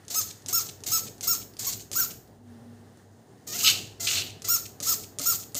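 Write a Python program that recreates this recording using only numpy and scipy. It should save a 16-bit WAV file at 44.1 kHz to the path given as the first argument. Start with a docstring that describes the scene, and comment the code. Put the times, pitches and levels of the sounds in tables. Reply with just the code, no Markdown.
"""Trigger sprayer on potted plants

A plastic trigger sprayer, held close to a phone's microphone, mists potted plants in a small room.
Trigger ticks are decaying sines with a rattle; the seal's slips are pulse trains that judder, then squeal;
nozzle hiss, wet splutter and two spells of patter on close leaves are shaped noise and random clicks.
Behind: mains hum, murmur and a far vehicle's drone; the phone turns the bass down when the treble is quiet."""
import sys
import numpy as np
from scipy import signal
from scipy.fft import rfft, irfft
from scipy.io import wavfile
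from scipy.ndimage import uniform_filter1d

SR = 44100
rng = np.random.default_rng(int(sys.argv[2]) if len(sys.argv) > 2 else 0)


def nominal_scale(level):
    """Amplitude ratio for a level in decibels (scalar or array-like)."""
    x = np.asarray(level, float) / 20
    return 10 ** x


def generate_wav(signal):
    """Clip the signal to [-1, 1] and save it as 16-bit WAV at the path in sys.argv[1]."""
    frames = np.transpose(np.atleast_2d(signal))
    scaled = np.clip(frames, -1, 1) * 32767
    pcm = np.round(scaled).astype(np.int16)
    wavfile.write(sys.argv[1], SR, pcm)


N = 246519
T = np.arange(N) / SR


def unit(x):
    """Scale to rms 1."""
    return x / np.sqrt(np.mean(x ** 2))


def colour(x, points):
    """Causal minimum-phase filter through (Hz, dB) points, made by folding the cepstrum."""
    hz, db = np.transpose(points)
    log_gain = np.interp(np.log(np.arange(513) * SR / 1024 + 1), np.log(hz), db) * np.log(10) / 20
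    fold = irfft(log_gain)
    fold[1:512] *= 2
    fold[513:] = 0
    return signal.fftconvolve(x, irfft(np.exp(rfft(fold))))[:N]


def noise(points):
    """Steady noise with the spectrum of (Hz, dB) points, rms 1."""
    hz, db = np.transpose(points)
    gain = nominal_scale(np.interp(np.log(np.fft.rfftfreq(N, 1 / SR) + 1), np.log(hz), db))
    return unit(irfft(rfft(rng.standard_normal(N)) * gain, N))


def band(x, lo_hz, hi_hz):
    """Band-pass."""
    return signal.sosfilt(signal.butter(2, [lo_hz, hi_hz], "bandpass", fs=SR, output="sos"), x)


def above(x, hz):
    """High-pass without delay."""
    return signal.sosfiltfilt(signal.butter(2, hz, "highpass", fs=SR, output="sos"), x)


def walk(rate):
    """Smooth random wander, rms 1; a higher rate wanders faster."""
    k = int(SR / rate)
    return unit(uniform_filter1d(uniform_filter1d(rng.standard_normal(N), k), k))


def drops(rate, spread_db):
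    """Random clicks, rate per second, with a long-tailed size; rms 1."""
    hit = rng.random(N) < rate / SR
    sign = rng.choice([-1, 1], N)
    size = nominal_scale(spread_db * np.minimum(rng.exponential(size=N), 5))
    return unit(hit * sign * size)


def pulls(tables, column, rest, edge=.002):
    """Join one column of several tables over time, resting between them."""
    rows = []
    for table in tables:
        rows.append((table[0][0] - edge, rest))
        rows += [(row[0], row[column]) for row in table]
        rows.append((table[-1][0] + edge, rest))
    return np.interp(T, *np.transpose(rows))


def tone(hz):
    """Sine that follows a pitch curve, rms 1."""
    return np.sqrt(2) * np.sin(2 * np.pi * np.cumsum(hz) / SR)


# the small room's murmur: pitch_hz, relative density_db [dB per Hz]
MURMUR_SPECTRUM = [(26, -58), (45, -19), (75, -21.5), (86, -10.5), (108, -2.5), (171, -9.5), (221, -8),
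                   (327, -12), (416, -9), (551, -18), (762, -17.5), (1300, -38), (1690, -74), (2860, -120)]
# what lies under the sprayer: start_s, murmur_db (before a small trim), hum_db, hand_db
ROOM_LEVELS = [(0, -54, -55.5, -74), (.3, -48, -55, -67), (2.2, -49, -56.5, -60), (2.499, -47, -47, -66),
               (3.05, -50, -50.5, -70), (3.45, -45.5, -61, -81), (3.7, -46.5, -50, -61),
               (5.59, -49.5, -58, -67)]


def murmur():
    """Low room murmur: shaped noise whose level wanders."""
    s, level_db, _, _ = np.transpose(ROOM_LEVELS)
    return noise(MURMUR_SPECTRUM) * nominal_scale(np.interp(T, s, level_db) - 0.5 + 1.41 * walk(20))


# treble floor: pitch_hz, relative density_db [dB per Hz]
AIR_SPECTRUM = [(650, -32), (1100, -3), (1280, -3), (1830, -1), (2440, -14), (2660, -10), (5170, -11.5),
                (7960, -16), (8890, -11), (11800, -22), (15400, -17)]
# how the treble floor wavers: start_s, level_db
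AIR_LEVELS = [(0, -60.5), (2.3, -66), (2.42, -71), (2.5, -63), (2.95, -64.5), (3.0, -62.5), (3.08, -68.5),
              (3.4, -64.5), (5.59, -63)]


def treble_floor():
    """Thin steady-coloured noise whose level wavers."""
    return noise(AIR_SPECTRUM) * nominal_scale(np.interp(T, *np.transpose(AIR_LEVELS)))


def mains_hum():
    """One low tone wavering in pitch and level."""
    s, _, level_db, _ = np.transpose(ROOM_LEVELS)
    centre_hz, waver_hz = 98.8, 3.0
    hum = tone(centre_hz + waver_hz * walk(12))
    return hum * nominal_scale(np.interp(T, s, level_db) + 2.5 * walk(14))


def hand_rumble():
    """The hand on the phone: noise mostly between 50 and 70 Hz."""
    s, _, _, level_db = np.transpose(ROOM_LEVELS)
    rumble = noise([(30, -56.0), (42, -33), (50, -7), (70, -6.0), (85, -29.0), (200, -74)])
    return rumble * nominal_scale(np.interp(T, s, level_db))


# trigger ticks, sounding 0.41 ms after start_s: start_s, relative tick_db, pitch_hz, relative knock_db
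TRIGGER_TICKS = [(0.05, -37, 6210, -59), (0.0815, -19, 6500, -54), (0.1029, -23, 7240, -52),
                 (0.421, -33, 6000, -74), (0.461, -15.5, 6300, -61), (0.4853, -10.5, 7540, -56),
                 (0.4964, -17, 6120, -67), (0.805, -33, 6160, -64), (0.837, -15.5, 6500, -46),
                 (0.849, -33, 6870, -52), (1.1807, -31.5, 6500, -67), (1.2089, -13, 6230, -60),
                 (1.2155, -35, 6200, -55.5), (1.537, -33, 4820, -68), (1.568, -24, 4940, -56),
                 (1.9151, -10, 6330, -40.5), (2.2752, -39, 4880, -76), (2.9725, -41.5, 7230, -53),
                 (4.3978, -39, 4840, -66), (4.42, -16, 6180, -48), (4.4275, -44, 5940, -61),
                 (4.802, -12.5, 6250, -41), (4.8068, -33.5, 6850, -41.5), (4.8126, -21, 6770, -38.5),
                 (5.1862, -10, 6965, -41), (5.1951, -10.5, 6520, -35.5), (5.2013, -25.5, 6430, -30.5),
                 (5.5205, -37, 4730, -59), (5.5455, -12.5, 7320, -68), (5.5516, -10.5, 7240, -32.5)]
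# the bottle's ringing modes: pitch_hz, relative level_db, t60_s
BOTTLE_MODES = [(275.8, -5.5, 0.25), (582, -1, 0.056), (1254, -1.5, 0.018)]


def trigger():
    """A sharp tick on the plastic, a short rattle after it and a dull knock through the bottle."""
    out, t = np.zeros(N), np.arange(4096) / SR
    knock = sum(nominal_scale(db - 60 * t / t60) * np.sin(2 * np.pi * hz * t) for hz, db, t60 in BOTTLE_MODES)
    for s, tick_db, hz, knock_db in TRIGGER_TICKS:
        grit = rng.standard_normal(len(t))
        tick = np.sin(2 * np.pi * hz * t) * np.exp(-t / 0.00045)
        rattle = 0.29 * band(grit, 3240, 10000) * np.exp(-t / 0.0083)
        hit = nominal_scale(tick_db - 7.0) * (tick + rattle) + nominal_scale(knock_db - 3.0) * knock
        i = int((s + 0.00041) * SR)
        out[i:i + len(t)] += hit[:N - i]
    return out


# the nozzle opens on the slow stroke: start_s, hiss_db, splutter_db, swell_db (rise until the surge)
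NOZZLE_OPENINGS = [(.103, -37, -37.5, 6.5), (.484, -33, -35, -2), (.863, -33, -35, -3.5),
                   (1.229, -36, -34.5, -5.5), (1.591, -38.5, -37, 4), (1.928, -38, -32, -3),
                   (3.471, -42, -47, 12), (4.004, -36.5, -33.5, 1.5), (4.446, -42, -37.5, 8.5),
                   (4.827, -39, -37, 4.5), (5.212, -39.5, -35.5, -0.5), (5.564, -37, -37, -2)]
# full pressure: start_s, shut_s, hiss_db, splutter_db, trickle_s (runs dry this long after closing, at most)
PRESSURE_SURGES = [(.152, .214, -26, -30, 0.21), (.525, .6, -21.5, -25.5, 0.15),
                   (.914, .98, -22, -28, 0.13), (1.268, 1.345, -22, -28, 0.11),
                   (1.66, 1.733, -31.5, -34, .13), (1.95, 2.04, -21.5, -27, 0.18),
                   (3.628, 3.7, -18.5, -27.5, 0.275), (4.066, 4.2, -33, -31.5, 0.1),
                   (4.482, 4.562, -29, -27.5, 0.18), (4.862, 4.93, -20, -24, 0.17),
                   (5.254, 5.335, -22.5, -28.5, .13)]


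def flow(k):
    """Level in dB of hiss (k=0) or splutter (k=1): spurt, slow flow, surge, shut, drip, dry."""
    open_s, spurt_s, surge_s, shut_s, drip_s = 0.0075, 0.02, 0.01, 0.044, 0.028
    crest = 0.6  # share of the surge
    # dB against the row's level
    crack_db = -14
    spurt_db, surge_db, late_db = (1.5, 4)[k], (-7.5, 0.7)[k], (-9, 0.7)[k]
    # dB after the stroke
    shut_db, drip_db, dry_db = (-40.5, -51.5)[k], (-49, -44)[k], (-82, -76)[k]
    rows = [(0, dry_db)]
    for i, (s, *slow, swell) in enumerate(NOZZLE_OPENINGS):
        # the last opening is cut off by the end before it surges
        surge, shut, *full, trickle = PRESSURE_SURGES[i] if i < len(PRESSURE_SURGES) else (N / SR, 0, 0, 0, 0)
        rows += [(s - open_s / 2 - .001, dry_db),
                 (s - open_s / 2, slow[k] + crack_db),
                 (s + open_s / 2, slow[k] + spurt_db),
                 (min(s + spurt_s, (s + surge) / 2 + open_s), slow[k]),
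                 (surge, slow[k] + swell)]
        if shut:
            closed = shut + shut_s
            dry_s = min(closed + trickle, NOZZLE_OPENINGS[i + 1][0] - open_s)
            rows += [(surge + surge_s, full[k] + surge_db),
                     (surge + crest * (shut - surge), full[k]),
                     (shut, full[k] + late_db),
                     (closed, shut_db),
                     (closed + drip_s, drip_db),
                     (dry_s, dry_db)]
    return np.interp(T, *np.transpose(sorted(rows)))


# air at the nozzle: pitch_hz, relative density_db [dB per Hz]
HISS_SPECTRUM = [(7000, -15.5), (9000, -27), (11000, -11), (12400, -5), (13700, 4), (14600, -14.5),
                 (15400, -1.5)]
# torn water at the nozzle: pitch_hz, relative density_db [dB per Hz]
SPLUTTER_SPECTRUM = [(600, -23), (1200, -24), (2000, -19), (3100, -13), (4300, -4.5), (5500, -4.5),
                     (6700, 2.5), (7800, -2.5), (9500, -11.5), (12000, -24.5)]


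def nozzle():
    """Air hisses as noise, torn water splutters as dense clicks; both run quieter while the seal squeals."""
    hush_db = -8.5
    sputter_db = 1.5 * walk(200) + 1.2 * walk(40)
    hiss = noise(HISS_SPECTRUM) * nominal_scale(flow(0))
    splutter = unit(colour(drops(9000, spread_db=2.0), SPLUTTER_SPECTRUM)) * nominal_scale(flow(1))
    squealing = 1. * (pulls(strokes(), 1, 700, edge=.0004) > 950)
    squealing = uniform_filter1d(squealing, size=200)
    return (hiss + splutter) * nominal_scale(sputter_db + hush_db * squealing)


# slow strokes: start_s, end_s, from_hz, to_hz, relative level_db, swell_db (change by the end),
# first_db (gain of the first partial at the end)
SEAL_JUDDERS = [(.104, 0.154, 667, 732, -53.5, 2, 8.5), (.484, 0.527, 703, 741, -47, 0, -2),
                (.862, 0.916, 697, 715, -47.5, -1.5, 2), (1.229, 1.269, 706, 701, -43.5, -1, -5),
                (1.591, 1.661, 707.5, 775.5, -54.5, 4, 6), (1.699, 1.742, 731, 705, -55, -6, 6),
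                (1.929, 1.951, 685, 738, -51, -3, 3), (3.472, 3.529, 613, 607, -49.5, 10, -3),
                (3.531, 3.564, 605.6, 734, -40, 3.5, -4), (3.564, 3.625, 708, 681, -49, -5, 7),
                (3.998, 4.068, 686.7, 678, -44.5, 3, -1.5), (4.066, 4.199, 678.5, 665, -40, -2, -2.5),
                (4.445, 4.477, 668, 670, -36.5, -7, -6), (4.826, 4.861, 670, 715, -49, -2.5, 1),
                (5.207, 5.257, 697, 697, -40.5, -9, 0), (5.565, 5.599, 684, 690, -39, -14, 4)]
# fast strokes: start_s, length_s, caught_hz, top_hz, let_go_hz, relative level_db, first_db (first partial's gain)
SEAL_SQUEALS = [(0.15, .06, 1255, 1299, 1225, -42, 6), (0.526, .077, 1281, 1366, 1262, -39, 4.5),
                (0.915, .07, 1297, 1326, 1275, -41, 6), (1.271, 0.074, 1296, 1379, 1231, -40, 5),
                (1.665, .032, 1077, 1124, 1007, -45, 3.5), (1.954, .089, 1333, 1415, 1330, -39.5, 5.5),
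                (3.63, .066, 1267, 1295, 1288, -43, 7.5), (4.484, .084, 1307, 1402, 1298, -37.5, 3.5),
                (4.864, .074, 1314, 1340, 1207, -43, 8), (5.253, .082, 1318, 1397, 1243, -42.5, 9)]


def strokes():
    """Rows (s, slip Hz, dB, roughness, first partial dB) per stroke; a squeal arches with the hand's speed."""
    judder_rough, squeal_rough, slip_off_rough, die_rough = .18, .085, .22, .9
    first_grows_db = 9  # the first partial builds up through a judder
    caught, top, let_go = .11, .45, .87  # shares of a squeal's length
    catch, slip_off = .8, .83  # pitch ratios before it is caught and after it lets go
    die_hz, die_s = 747.6, .008
    catch_db, arch_db, slip_off_db, die_db = -6, 1.7, -10.5, -19
    tables = []
    for s, end, hz, to_hz, db, swell, first in SEAL_JUDDERS:
        tables.append([(s, hz, db, judder_rough, first - first_grows_db),
                       (end, to_hz, db + swell, judder_rough, first)])
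    x = np.linspace(-1, 1, num=13)
    for s, length, in_hz, top_hz, out_hz, db, first in SEAL_SQUEALS:
        share = top + x * np.where(x < 0, top - caught, let_go - top)
        hz = top_hz - x ** 2 * (top_hz - np.where(x < 0, in_hz, out_hz))
        arch = [(s + u * length, f, db - arch_db * a, squeal_rough, first)
                for u, f, a in zip(share, hz, x ** 2)]
        start = [(s, catch * in_hz, db + catch_db, squeal_rough, first)]
        end = [(s + length, slip_off * out_hz, db + slip_off_db, slip_off_rough, first),
               (s + length + die_s, die_hz, db + die_db, die_rough, 0)]
        tables.append(start + arch + end)
    return sorted(tables)


# how the spray head radiates the slips: pitch_hz, gain_db
HEAD_RESPONSE = [(500, -9), (1350, -4), (2100, 3), (2700, -4.5), (4000, -0.5), (5400, 9), (6800, 11.5),
                 (8200, 3.5), (9600, -5.5), (11000, -10.5), (12500, 3), (13800, 12), (15200, 6)]
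# a hard squeeze throws the squeal up for a moment: start_s, length_s, rise_hz
SQUEEZE_LEAPS = [(1.984, .024, 125.7)]


def seal():
    """Stick-slip pulses of the piston seal: even in the squeal, of wandering length and size in the judder."""
    tables = strokes()
    hz, db, rough, first_db = (pulls(tables, k + 1, rest, edge=.0004)
                               for k, rest in enumerate((700, -120, .9, 0)))
    leap = sum(up * (T > s) * (T < s + length) for s, length, up in SQUEEZE_LEAPS)
    hz = uniform_filter1d(hz, size=120) + uniform_filter1d(leap, size=300)
    slow = np.clip((1000 - hz) / 200, 0, 1)  # 1 in the judder, 0 in the squeal
    phase = 2 * np.pi * np.cumsum(hz * (1 + .05 * rough * walk(400) + .0015 * walk(60))) / SR
    slips = nominal_scale(first_db) * np.cos(phase)
    # each partial flickers on its own, the upper ones more; the judder is softer in the upper partials
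    flicker_db, soft_db = 1.15, 7
    second_db = -5.5  # on the second and third partials, times 1.5 in the squeal and 0.5 in the judder
    for k in range(2, 25):
        partial_db = np.log2(k) * (flicker_db * walk(120) - soft_db * slow)
        partial_db = partial_db + second_db * (k < 4) * (1.5 - slow)
        slips = slips + np.cos(k * phase) * nominal_scale(partial_db) * (k * hz < 15500)
    # grit decays within each slip
    scrape = rough * 1.5 * rng.standard_normal(N) * np.exp(-(phase / (2 * np.pi) % 1) / 0.52)
    size_db = 3 * rough * walk(250)
    pulses = np.sqrt(2) * nominal_scale(db + size_db) * (slips + band(scrape, 2500, 15000))
    return colour(pulses, HEAD_RESPONSE)


# the valve ball chatters as the trigger springs back: start_s, level_db, length_s
VALVE_CHATTER = [(0.302, -43, 0.014), (0.689, -41, 0.012), (1.067, -44, 0.02), (1.416, -45.5, 0.017),
                 (1.797, -47, 0.011), (2.101, -42, 0.018), (4.296, -44.5, 0.013), (4.655, -38.5, 0.011),
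                 (5.03, -45.5, 0.018), (5.425, -47.5, 0.016)]


def valve():
    """Short runs of irregular band-passed clicks."""
    gate = sum(nominal_scale(db) * (T > s) * (T < s + length) for s, db, length in VALVE_CHATTER)
    clicks = drops(1500, spread_db=2.5)
    return gate * unit(band(band(clicks, 2430, 8400), 1640, 10400))


# far vehicle: start_s, pitch_hz, level_db
VEHICLE_DRONE = [(2.36, 237, -49.5), (2.5, 234.7, -45.5), (2.7, 234.3, -42.5), (2.95, 229, -54),
                 (3.25, 232, -58)]


def far_vehicle():
    """A distant drone: one low tone that wavers in pitch and level."""
    s, hz, _ = np.transpose(VEHICLE_DRONE)
    drone = tone(np.interp(T, s, hz) + 6.7 * walk(34.8))
    return drone * nominal_scale(pulls([VEHICLE_DRONE], 2, -120, edge=0.065) + 1.2 * walk(14))


# the jet strikes leaves close by: start_s, length_s, level_db, slope_db_per_s
LEAF_BURSTS = [(3.528, .064, -44, -32), (3.599, 0.027, -32.5, -150), (3.645, 0.0076, -21.5, -600),
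               (3.653, 0.02, -28, -40.5), (3.671, 0.041, -17, -250), (4.068, 0.071, -24.5, -190),
               (4.11, 0.036, -31.5, -85), (4.153, 0.073, -23.5, -143)]


def leaf_gain():
    """Gain of the patter: each burst strikes, slopes, stops and runs off."""
    strike_s, runoff_db, runoff_db_per_s = 0.0033, -6.5, -130
    power = 0
    for s, length, db, slope in LEAF_BURSTS:
        t = T - s
        burst_db = db + slope * t.clip(0)
        end_db = db + slope * length + runoff_db + runoff_db_per_s * (t - length)
        gain = np.clip(t / strike_s, 0, 1) * nominal_scale(np.where(t < length, burst_db, end_db))
        power = power + gain ** 2
    return np.sqrt(power)


# drops on leaves: pitch_hz, relative density_db [dB per Hz]
PATTER_SPECTRUM = [(800, -33), (1300, -13.5), (2100, -10.5), (2500, -1.5), (2850, 4), (3300, -3),
                   (4150, 0.5), (4900, -5), (6400, -11.5), (9000, -21), (12000, -25)]


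def leaf_patter():
    """Drops drum on leaves: dense clicks, coloured, with a raspy level."""
    rasp_db = 2.3 * walk(120)
    return unit(colour(drops(6500, spread_db=2.5), PATTER_SPECTRUM)) * leaf_gain() * nominal_scale(rasp_db)


# brightness from pull to pull: start_s, mid_db (3.5-10 kHz gain), top_db (gain above 10 kHz)
PULL_BRIGHTNESS = [(.2, 1.5, -2), (.58, -0.5, -3), (.95, 2, 0), (1.3, -0.3, 0.8), (1.68, -0.8, -2.5),
                   (2.0, -4.5, 2.5), (3.65, 5, -2), (4.101, 0.5, -0.5), (4.521, -2.2, -2.5), (4.9, 1.5, 2),
                   (5.3, 1.4, 3.7)]


def brightness(x):
    """Tilt the sprayer's two treble ranges from pull to pull."""
    s, mid_db, top_db = np.transpose(PULL_BRIGHTNESS)
    bright, top = above(x, 3500), above(x, 10000)
    mid = nominal_scale(np.interp(T, s, mid_db)) * (bright - top)
    return x - bright + mid + nominal_scale(np.interp(T, s, top_db)) * top


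def room_echo(x):
    """Small-room reverberation: noise decaying exponentially after a 3 ms gap."""
    t60_s, wet_db = 0.37, -9
    t = np.arange(SR // 2) / SR
    echo = rng.standard_normal(len(t)) * nominal_scale(-60 * t / t60_s) * (t > .003)
    return nominal_scale(wet_db) * signal.fftconvolve(x, echo / np.sqrt(np.sum(echo ** 2)))[:N]


def scene():
    """The close sprayer with its room echo, over the background."""
    near = brightness(seal() + nozzle() + leaf_patter() + trigger() + valve())
    sprayer = near + room_echo(near)
    background = murmur() + treble_floor() + mains_hum() + hand_rumble() + far_vehicle()
    return (sprayer + background)[None]


def band_limit(x):
    """A steep low-pass at the top of the band."""
    return signal.sosfilt(signal.butter(12, 16660, fs=SR, output="sos"), x)


def record(dry):
    """The phone's suppressor turns the bass down whenever the treble is quiet; filters cut both ends."""
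    open_db, span_db, depth_db, smooth_s = -40.5, 26, -7.5, 0.018  # fully open above open_db of treble
    treble = above(dry, 900)
    k = int(smooth_s * SR)
    loud_db = 10 * np.log10(uniform_filter1d(uniform_filter1d(treble ** 2, k), k) + 1e-12)
    closed = np.clip((open_db - loud_db) / span_db, 0, 1)
    mix = treble + (dry - treble) * nominal_scale(depth_db * closed)
    mix = signal.sosfilt(signal.butter(4, 44, "highpass", fs=SR, output="sos"), mix)
    mix = signal.sosfilt(signal.ellip(10, .2, 60, 15500, fs=SR, output="sos"), mix)
    return band_limit(mix)


dry = scene()
out = record(dry)
generate_wav(out)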